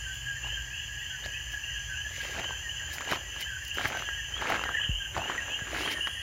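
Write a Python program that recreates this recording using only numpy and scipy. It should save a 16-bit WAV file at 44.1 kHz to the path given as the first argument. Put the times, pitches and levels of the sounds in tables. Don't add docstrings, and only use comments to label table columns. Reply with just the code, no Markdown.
import sys
import numpy as np
from scipy import signal
from scipy.fft import rfft, irfft, next_fast_len
from scipy.io import wavfile
from scipy.ndimage import map_coordinates

SR = 44100
rng = np.random.default_rng(int(sys.argv[2]) if len(sys.argv) > 2 else 0)


def put_to_file(sound):
    columns = np.atleast_2d(sound).T
    safe = np.clip(columns, -1, 1)
    whole_steps = np.round(safe * 32767)
    wavfile.write(sys.argv[1], SR, whole_steps.astype(np.int16))


N = 274302


def amp(db):
    return 10 ** (np.asarray(db) / 20)


def unit(x):
    return x / np.sqrt(np.mean(x ** 2) + 1e-20)


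def along(points, hz):
    freqs, values = np.transpose(points)
    return np.interp(np.log(hz + 1), np.log(freqs + 1), values)


def fader(points):
    return np.interp(np.arange(N) / SR, *np.transpose(points))


def envelope(s, rise, hold, release):
    t = np.arange(N) / SR - s
    return amp(-20 * (np.maximum(-t, 0) / rise + np.maximum(t - hold, 0) / release).clip(0, 10))


def wobble(rate):
    return map_coordinates(rng.standard_normal(8192), [np.arange(N) * rate / SR], mode="wrap")


def filtered(x, response):
    size = next_fast_len(N + SR // 2)
    return irfft(rfft(x, size) * response(np.fft.rfftfreq(size, 1 / SR)), size)[:N]


def noise(spectrum):
    return unit(filtered(rng.standard_normal(N), lambda hz: amp(along(spectrum, hz))))


def band(centre_hz, width_hz):
    white = rng.standard_normal(N)
    return unit(filtered(white, lambda hz: 1 / (1 + (2 * np.abs(hz - centre_hz) / width_hz) ** 4)))


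def impulse(spectrum, size=1024):
    cepstrum = irfft(np.log(amp(along(spectrum, np.fft.rfftfreq(size, 1 / SR)))))
    cepstrum[1:size // 2] *= 2
    cepstrum[size // 2 + 1:] = 0
    ring = irfft(np.exp(rfft(cepstrum)))
    return ring / np.linalg.norm(ring)


def add(track, s, sound):
    part = track[max(round(s * SR), 0):][:len(sound)]
    part += sound[:len(part)]
    return track


# frequency in Hz, seconds to die away by 60 dB.
GARDEN_DECAY = [(200, 0.57), (2000, 0.36), (10000, 0.15)]

def garden(x):
    hz, t, spectra = signal.stft(rng.standard_normal(SR // 2), SR, nperseg=256)
    decay = amp(-60 * t / along(GARDEN_DECAY, hz)[:, None])
    tail = signal.istft(spectra * decay, SR, nperseg=256)[1]
    return signal.fftconvolve(x, tail / np.linalg.norm(tail))[:N]


# frequency in Hz, relative level in dB.
AIR_EQ = [(100, 6), (200, 2), (450, -4), (900, 0), (1400, -2), (2100, 3.5), (2500, 6), (3400, 1.5),
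          (3800, -25.5), (5000, -5), (5700, -10), (7800, -16.5), (11000, -27), (16000, -24)]

def night_air():
    return amp(-51.5) * noise(AIR_EQ)


# frequency in Hz, relative level in dB.
RUMBLE_EQ = [(15, -45), (28, -33), (42, -8), (56, 3.5), (75, 2.5), (100, -2.5), (135, -7.5), (180, -23),
             (300, -47)]
HUM_TONES = [(56, -46.5), (124.7, -52.5)]
# time in seconds, gain in dB.
HUM_RIDE = [(0, 4.5), (.9, -1.5), (1.3, -3), (3, -9), (4.5, -3), (6.22, -27)]

def engine():
    t = np.arange(N) / SR
    hum = sum(amp(db + 3.2 * wobble(5.25)) * np.sin(2 * np.pi * hz * t + 0.18 * wobble(3.47))
              for hz, db in HUM_TONES)
    return amp(fader(HUM_RIDE)) * hum + amp(-48) * noise(RUMBLE_EQ)


def wing_strokes(rate_hz, depth_db, drift):
    phase = 2 * np.pi * np.cumsum(rate_hz * (1 + drift * wobble(9.3))) / SR
    return unit(amp(depth_db * wobble(3.67) * np.sin(phase)))


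# time in seconds, level in dB before trims.
LOW_CRICKET_RIDE = [(0.0, -54.5), (0.24, -54.5), (1.87, -51.5), (3.07, -51.5), (3.53, -53.5), (4.23, -50.5),
                    (4.83, -55.5), (5.49, -51), (6.22, -57.5)]
HIGH_CRICKET_RIDE = [(0.0, -48), (0.87, -51.5), (1.56, -52), (2.98, -48), (3.26, -51), (4.43, -52.5),
                     (5.6, -49), (6.22, -56.5)]
FAR_CRICKET_RIDE = [(0.0, -60), (2.08, -60), (2.27, -57), (2.55, -59.5), (4.59, -63), (4.73, -77),
                    (6.22, -61)]
KATYDID_RIDE = [(0, -62), (.5, -69.5), (1.5, -66), (5.66, -65.5), (5.84, -53.5), (6.22, -57)]

def insects():
    low_strokes = wing_strokes(rate_hz=32.7, depth_db=1.404, drift=0.015)
    high_strokes = wing_strokes(rate_hz=43.6, depth_db=1.443, drift=0.02)
    low = amp(fader(LOW_CRICKET_RIDE) - 0.65) * low_strokes * (band(6157, 560) + amp(-3) * band(6125, 53))
    high = amp(fader(HIGH_CRICKET_RIDE) - 0.5) * high_strokes * band(7026, 580)
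    far_db = fader(FAR_CRICKET_RIDE)
    crowd = amp(-60) * band(6800, 830) + amp(far_db - 1) * band(4790, 1460)
    crowd += amp(-65) * band(6633, 50) + amp(far_db - 10) * band(5135, 70)
    katydid_strokes = wing_strokes(rate_hz=61, depth_db=1.365, drift=0.046)
    katydid = amp(fader(KATYDID_RIDE)) * katydid_strokes * band(9580, 1300)
    octaves = (amp(-65) * band(13200, 2100) + amp(-72.5) * band(15200, 1100)) * amp(0.67 * wobble(7.6))
    return low * amp(0.55 * wobble(3.6)) + high * amp(0.45 * wobble(4.34)) + crowd + katydid + octaves


def note(length, start_hz, end_hz, bend=0.522):
    progress = np.linspace(0, 1, max(int(length * SR), 2))
    pitch = start_hz + (end_hz - start_hz) * (progress + bend * progress * (1 - progress))
    fades = np.clip(np.minimum(progress / 0.16, (1 - progress) / 0.22), 0, 1)
    return np.sin(np.pi / 2 * fades) * np.sin(2 * np.pi * np.cumsum(pitch) / SR)


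def chorus(pitch_hz, spread, glide_hz, length, scatter_db, count):
    crowd = np.zeros(N + SR)
    times = (np.arange(count) + rng.random(count)) / count * len(crowd) / SR
    for s, (detune, stretch, nearness) in zip(times, rng.standard_normal((count, 3))):
        hz = pitch_hz * np.exp(spread * np.clip(detune, -2, 2))
        call = note(length * np.exp(0.2475 * stretch), hz - glide_hz / 2, hz + glide_hz / 2)
        add(crowd, s, amp(scatter_db * nearness) * call)
    crowd = crowd[SR // 2:][:N]
    return unit(crowd + garden(crowd))


# start in seconds, hold in seconds, level in dB.
WHISTLE_BOUTS = [(0, 0.28, -48), (.48, .1, -44), (.76, 0.083, -43.5), (.96, 0.22, -47), (1.332, 0.18, -46),
                 (1.675, .12, -43.5), (1.974, 0.057, -46.5), (2.197, .05, -45), (2.4, 0.17, -44.5),
                 (2.72, 0.15, -46), (3.1, 0.037, -43), (3.325, 0.19, -46), (3.7, 0.099, -41.5),
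                 (3.973, 0.23, -44), (4.25, 0.16, -47.5), (4.506, 0.33, -44.5), (4.806, .23, -41.5),
                 (5.25, 0.043, -45), (5.47, 0.087, -43.5), (5.8, 0.13, -41.5), (6.014, 0.2, -42.5)]

def far_whistlers(floor_db=-50):
    bout_power = sum((amp(db) * envelope(s, 0.065, hold, 0.16)) ** 2 for s, hold, db in WHISTLE_BOUTS)
    swell = np.sqrt(amp(floor_db) ** 2 + bout_power)
    shift = int(0.02 * SR)
    early = np.pad(swell, (0, shift), "edge")[shift:]
    late = np.pad(swell, (shift, 0), "edge")[:N]
    low = chorus(pitch_hz=2800, spread=0.0322, glide_hz=303.5, length=0.0596, scatter_db=3, count=750)
    high = chorus(pitch_hz=3054, spread=0.03277, glide_hz=250.5, length=0.061, scatter_db=0.5, count=750)
    return early * low + late * high


# centre in seconds, length in seconds, change in dB.
LOW_FROG_SURGES = [(0.19, 0.18, -8), (3.702, 0.081, -5), (4.81, 0.27, 7), (4.956, 0.21, -11),
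                   (5.125, .16, -14)]

def far_low_frogs():
    surge_db = np.zeros(N)
    for s, length, db in LOW_FROG_SURGES:
        add(surge_db, s - length / 2, db * np.hanning(int(length * SR)))
    pond = chorus(pitch_hz=1662.5, spread=0.02514, glide_hz=-65, length=0.0564, scatter_db=5, count=600)
    peeps = chorus(pitch_hz=1824, spread=0.04, glide_hz=-140, length=0.033, scatter_db=1.5, count=500)
    return amp(surge_db) * (amp(-46) * pond + amp(-51) * peeps)


def falling_glide(length, hz):
    return -55 - 0.31 * (hz - 1604)


def rising_glide(length, hz):
    return 353 * np.sqrt(length / 0.0514)


# start in seconds, length in seconds, middle pitch in Hz, level in dB.
FALLING_CALLS = [(.05, 0.1, 1556, -39), (.26, 0.098, 1644, -34.5), (.36, 0.035, 1800, -36.5),
                 (.545, 0.071, 1600, -38.5), (1.015, 0.032, 1904, -40.5), (1.1, 0.068, 1535, -42.5),
                 (1.13, 0.023, 1805, -42), (1.24, 0.061, 1698, -39.5), (1.525, .065, 1683, -40),
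                 (1.695, 0.071, 1877, -43), (1.755, 0.041, 1660, -34), (1.89, 0.069, 1550, -39),
                 (2.045, 0.035, 1720, -34.5), (2.19, 0.061, 1636, -38), (2.465, 0.08, 1580, -40.5),
                 (2.63, 0.071, 1870, -41), (2.795, 0.021, 1840, -39), (2.8, 0.049, 1584, -40),
                 (2.9, 0.058, 1723, -41), (3.46, 0.065, 1720, -40), (3.5, 0.092, 1541, -38.5),
                 (3.62, 0.021, 1793, -36.5), (3.93, 0.053, 1555, -35), (4.065, 0.064, 1652, -34.5),
                 (4.09, 0.033, 1875, -41), (4.172, 0.044, 1833, -34.5), (4.65, 0.042, 1845, -38),
                 (4.66, 0.073, 1615, -36), (4.74, 0.02, 1814, -29), (4.765, 0.033, 1920, -32),
                 (4.772, 0.034, 1692, -30), (4.995, .083, 1597, -37), (5.28, 0.13, 1855, -43),
                 (5.375, 0.03, 1900, -29), (5.585, 0.051, 1665, -38), (5.87, 0.035, 1866, -39),
                 (5.95, 0.037, 1850, -34.5), (6.055, 0.032, 1904, -42), (6.15, 0.047, 1855, -40)]
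RISING_CALLS = [(.43, .045, 2830, -37.5), (.48, 0.09, 2990, -38), (.7, .12, 2675, -43),
                (1.05, 0.074, 3095, -40.5), (1.3, .055, 2950, -41.5), (1.335, 0.099, 2680, -40.5),
                (1.63, 0.029, 2790, -38), (1.94, 0.089, 2835, -39.5), (2.425, 0.061, 2993, -36.5),
                (2.69, 0.036, 2960, -36), (2.755, .033, 2926, -38), (3.32, 0.028, 3030, -39),
                (3.41, .058, 2945, -39), (3.69, 0.13, 2915, -49), (3.712, 0.018, 2820, -32),
                (4.11, .046, 2977, -44), (4.33, 0.059, 3170, -38), (4.793, 0.049, 2986, -33),
                (4.831, 0.062, 2965, -39), (4.885, 0.12, 2905, -38.5), (4.94, 0.096, 2965, -38.5),
                (5.187, .12, 2785, -38.5), (5.39, 0.057, 2745, -42), (5.495, 0.087, 2703, -36.5),
                (5.525, 0.029, 3067, -34), (5.79, .06, 2740, -37), (5.835, 0.034, 3105, -30.5),
                (6.006, 0.029, 2890, -30), (6.034, 0.0255, 2870, -30)]

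def near_frogs(calls, glide, flutter_db, wet_db):
    voices = np.zeros(N)
    for s, length, hz, db in calls:
        half_glide = glide(length, hz) / 2
        direct = amp(db) * note(length, hz - half_glide, hz + half_glide)
        add(voices, s, direct)
        add(voices, s, amp(wet_db) * garden(direct))
    return voices * amp(flutter_db * wobble(170))


def grit(spectrum, rate, spread_db, smooth):
    strength = amp(np.minimum(spread_db * rng.exponential(size=N), 10))
    contacts = (rng.random(N) < rate / SR) * rng.choice([-1, 1], N) * strength
    rings = unit(signal.fftconvolve(contacts, impulse(spectrum))[:N])
    return unit(rings + smooth * noise(spectrum))


def grains(pitch_hz, spread, cycles, spread_db, count):
    t = np.arange(SR // 150) / SR
    start = rng.integers(0, N, (count, 1))
    hz = pitch_hz * np.exp(spread * np.clip(rng.standard_normal((count, 1)), -2, 1.6))
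    polarity = rng.choice([-1, 1], (count, 1))
    strength = amp(spread_db * np.minimum(rng.exponential(size=(count, 1)), 2.5))
    rings = polarity * strength * np.sqrt(hz) * np.exp(-hz * t / cycles) * np.sin(2 * np.pi * hz * t)
    return unit(np.bincount((start + np.arange(len(t))).ravel(), rings.ravel(), N)[:N])


def snap(spectrum, t60, scatter):
    t = np.arange(SR // 20) / SR
    push = scatter * rng.standard_normal(len(t)) * amp(-60 * t / t60)
    push[0] = 1
    sound = signal.fftconvolve(push, impulse(spectrum))
    return sound / np.abs(sound).max()


def thud(start_hz, rest_hz, sag_s, t60):
    t = np.arange(SR // 3) / SR
    pitch = rest_hz + (start_hz - rest_hz) * np.exp(-t / sag_s)
    return amp(-60 * t / t60) * np.sin(2 * np.pi * np.cumsum(pitch) / SR)


def trouser_rub(s=5.6, length=0.47, db=-45):
    stride = add(np.zeros(N), s, amp(db) * np.hanning(int(length * SR)))
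    return stride * band(340, 210)


def squeak(s=1.233):
    slip = amp(-44) * note(length=0.029, start_hz=3200, end_hz=5200, bend=-0.32)
    roughness = 0.8 + 0.8 * wobble(1000)
    return add(np.zeros(N), s, slip) * roughness


def microphone_bump(s=4.893, lowpass_hz=450):
    blow = amp(-22) * thud(start_hz=170, rest_hz=45.3, sag_s=0.0074, t60=0.33)
    return filtered(add(np.zeros(N), s, blow), lambda hz: 1 / (1 + 1j * hz / lowpass_hz))


# frequency in Hz, relative level in dB.
STALK_EQ = [(1500, -24), (5000, 9.5), (8000, -6.5), (10000, 1), (13000, 1), (16000, 5)]
# start in seconds, 60 dB decay time in seconds, peak in dB.
LEAF_FLICKS = [(.14, .15, -39), (1.52, 0.17, -41), (2.933, 0.17, -29), (3.409, 0.051, -27.5),
               (3.65, 0.021, -33), (3.68, .04, -35), (3.744, .092, -36), (3.771, .05, -36),
               (3.876, 0.051, -30), (3.884, .015, -29), (4.498, .06, -32), (5.918, .05, -45)]

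def leaves(drag_s=0.038, drag_db=-20.5):
    flicks, drag = np.zeros(N), np.zeros(N)
    for s, t60, db in LEAF_FLICKS:
        add(flicks, s, amp(db) * snap(STALK_EQ, t60=t60, scatter=0.61))
        drag += amp(db + drag_db) * envelope(s, drag_s, 0, drag_s / 2)
    return flicks + drag * noise(STALK_EQ)


# frequency in Hz, relative level in dB.
TARPAULIN_EQ = [(500, -65), (2000, 15.5), (3500, 5), (5200, 3), (8000, -13.5), (11000, -8), (15500, -11)]
# start in seconds, length in seconds, level in dB.
TARPAULIN_FLEXES = [(2.04, 0.41, -42.5), (2.876, .089, -46.5), (3.061, 0.12, -37.5), (3.363, .098, -42.5),
                    (3.737, 0.21, -40), (3.934, 0.17, -50), (4.456, 0.15, -49), (5.64, 0.34, -39.5),
                    (5.893, 0.057, -36)]

def crinkles():
    flexing = np.zeros(N)
    for s, length, db in TARPAULIN_FLEXES:
        add(flexing, s, amp(db) * np.hanning(int(length * SR)))
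    folds = unit(amp(1.5 * wobble(110)))
    return flexing * folds * grit(TARPAULIN_EQ, rate=830, spread_db=0.5, smooth=0.86)


# frequency in Hz, relative level in dB.
SCUFF_EQ = [(150, 3), (450, -20), (700, 9), (1000, -2), (1500, -15), (4000, -46)]
# start in seconds, then the levels of thud, scuff and crushed grit in dB.
FOOTFALLS = [(2.389, -40, -55, -35), (3.116, -34, -43.5, -38.5), (3.85, -31.5, -40, -35),
             (4.505, -50, -32.5, -51), (5.17, -33, -36.5, -49), (5.619, -33.5, -70, -70)]

def heels(squeeze_s=0.018):
    t = np.arange(SR // 4) / SR
    thuds, squeeze = np.zeros(N), np.zeros(N)
    for s, thud_db, scuff_db, _ in FOOTFALLS:
        add(thuds, s, amp(thud_db) * thud(start_hz=218, rest_hz=78, sag_s=0.0041, t60=0.11))
        add(squeeze, s - 0.01, amp(scuff_db) * t / squeeze_s * np.exp(1 - t / squeeze_s))
    return thuds + squeeze * grit(SCUFF_EQ, rate=1500, spread_db=0.3, smooth=0.5)


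# frequency in Hz, relative level in dB.
GRIT_EQ = [(60, -18.5), (130, -6.5), (300, 1), (600, -0.5), (1100, -6.5), (1600, 6.5), (2300, -2.5),
           (3500, -8.5), (5500, -18.5), (8000, -28), (15000, -54)]
# time of full weight, rise, hold and release, all in seconds, level in dB.
TREADS = [(0.436, 0.045, .01, 0.24, -51.5), (1.257, 0.072, .01, 0.086, -46.5),
          (1.532, .02, 0.0042, 0.024, -47.5), (2.385, 0.46, 0.026, 0.19, -43.5),
          (3.086, 0.41, 0.052, 0.086, -43), (3.4, 0.18, .01, 0.065, -44), (3.774, 0.028, 0.081, .03, -39),
          (3.915, .025, 0.043, 0.18, -39), (4.471, 0.15, 0.094, 0.048, -30.5),
          (4.617, 0.052, 0.044, 0.46, -43.5), (5.16, 0.034, 0.014, 0.12, -36),
          (5.3, 0.087, 0.017, 0.59, -40), (5.757, 0.16, .16, 0.2, -39)]

def grinding():
    crackle = grains(pitch_hz=1100, spread=0.5, cycles=1.8, spread_db=6.5, count=2000)
    texture = unit(crackle + amp(-1) * grit(GRIT_EQ, rate=2500, spread_db=1.5, smooth=0.25))
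    treads = sum(amp(db) * envelope(s, rise, hold, release) for s, rise, hold, release, db in TREADS)
    landings = sum(amp(db) * envelope(s, 0.029, 0.0091, 0.015) for s, _, _, db in FOOTFALLS)
    return (treads * amp(2 * wobble(45)) + landings) * texture


# start in seconds, level in dB, ring pitch in Hz,
# plastic snap in dB relative to that level.
CLOD_CRACKS = [(.446, -32.6, 925, -11), (.4725, -38, 890, 1), (1.2603, -33, 615, 5),
               (2.397, -28.5, 755, -3), (2.443, -29, 1060, -5), (2.5076, -27, 980, -21),
               (2.9832, -24, 2150, -4), (3.008, -26.5, 1120, -5), (3.0503, -32, 1810, -3),
               (3.1144, -25, 1880, 5), (3.1245, -18, 1450, -17), (3.132, -23, 1100, -9),
               (3.1578, -27, 1390, -4), (3.363, -34.5, 1130, -4), (3.416, -35, 2100, 3.5),
               (3.784, -18, 1640, -25), (3.8122, -20.5, 1560, -23), (3.849, -22, 1590, -19),
               (3.856, -14, 1880, -33), (3.9021, -24, 1640, -11), (3.9496, -25.5, 820, -10),
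               (3.9717, -26.5, 1730, -1.5), (3.993, -31, 1500, 2), (4.023, -24.5, 1340, -25),
               (4.0889, -23.5, 1530, -27), (4.367, -29, 1370, -20), (4.4153, -25, 1810, -4),
               (4.502, -19, 850, -7), (4.5216, -18, 1600, -9), (4.544, -20, 1530, -23),
               (4.5593, -23, 1390, -9), (4.5938, -21, 1320, -23), (4.6379, -18.5, 1460, -8),
               (4.6914, -19, 1300, -31.5), (4.8365, -32, 1860, -25), (5.1655, -20.5, 1020, -24),
               (5.1785, -28, 750, -1), (5.2179, -24.5, 960, -20), (5.3593, -28, 1540, -25),
               (5.876, -23, 1610, -11), (6.0722, -20.5, 1670, -7.5), (6.0756, -26.5, 1120, -20)]

def crunches(ring_cycles=0.65):
    track = np.zeros(N)
    for s, db, ring_hz, snap_db in CLOD_CRACKS:
        crumble = 0.55 * snap(GRIT_EQ, t60=0.026, scatter=0.072)
        turns = ring_hz * np.arange(len(crumble)) / SR
        ring = turns / ring_cycles * np.exp(1 - turns / ring_cycles) * np.sin(2 * np.pi * turns)
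        crisp = amp(snap_db) * snap(TARPAULIN_EQ, t60=0.028, scatter=0.19)
        add(track, s, amp(db) * (ring + crumble + crisp))
    return track


def walker():
    steps = grinding() + crinkles() + crunches() + leaves()
    return steps + amp(-17) * garden(steps) + heels() + squeak() + trouser_rub()


def scene():
    foreground = walker() + microphone_bump()
    frogs = far_whistlers() + far_low_frogs()
    frogs += near_frogs(FALLING_CALLS, falling_glide, flutter_db=2.4, wet_db=-10)
    frogs += near_frogs(RISING_CALLS, rising_glide, flutter_db=3.3, wet_db=-8)
    return (foreground + frogs + insects() + engine() + night_air())[None]


def record(dry):
    low_cut_hz, top_hz = 32.0, 15800
    return filtered(dry[0], lambda hz: (hz < top_hz) * hz ** 3 / np.sqrt(hz ** 6 + low_cut_hz ** 6))[None]


dry = scene()
out = record(dry)
put_to_file(out)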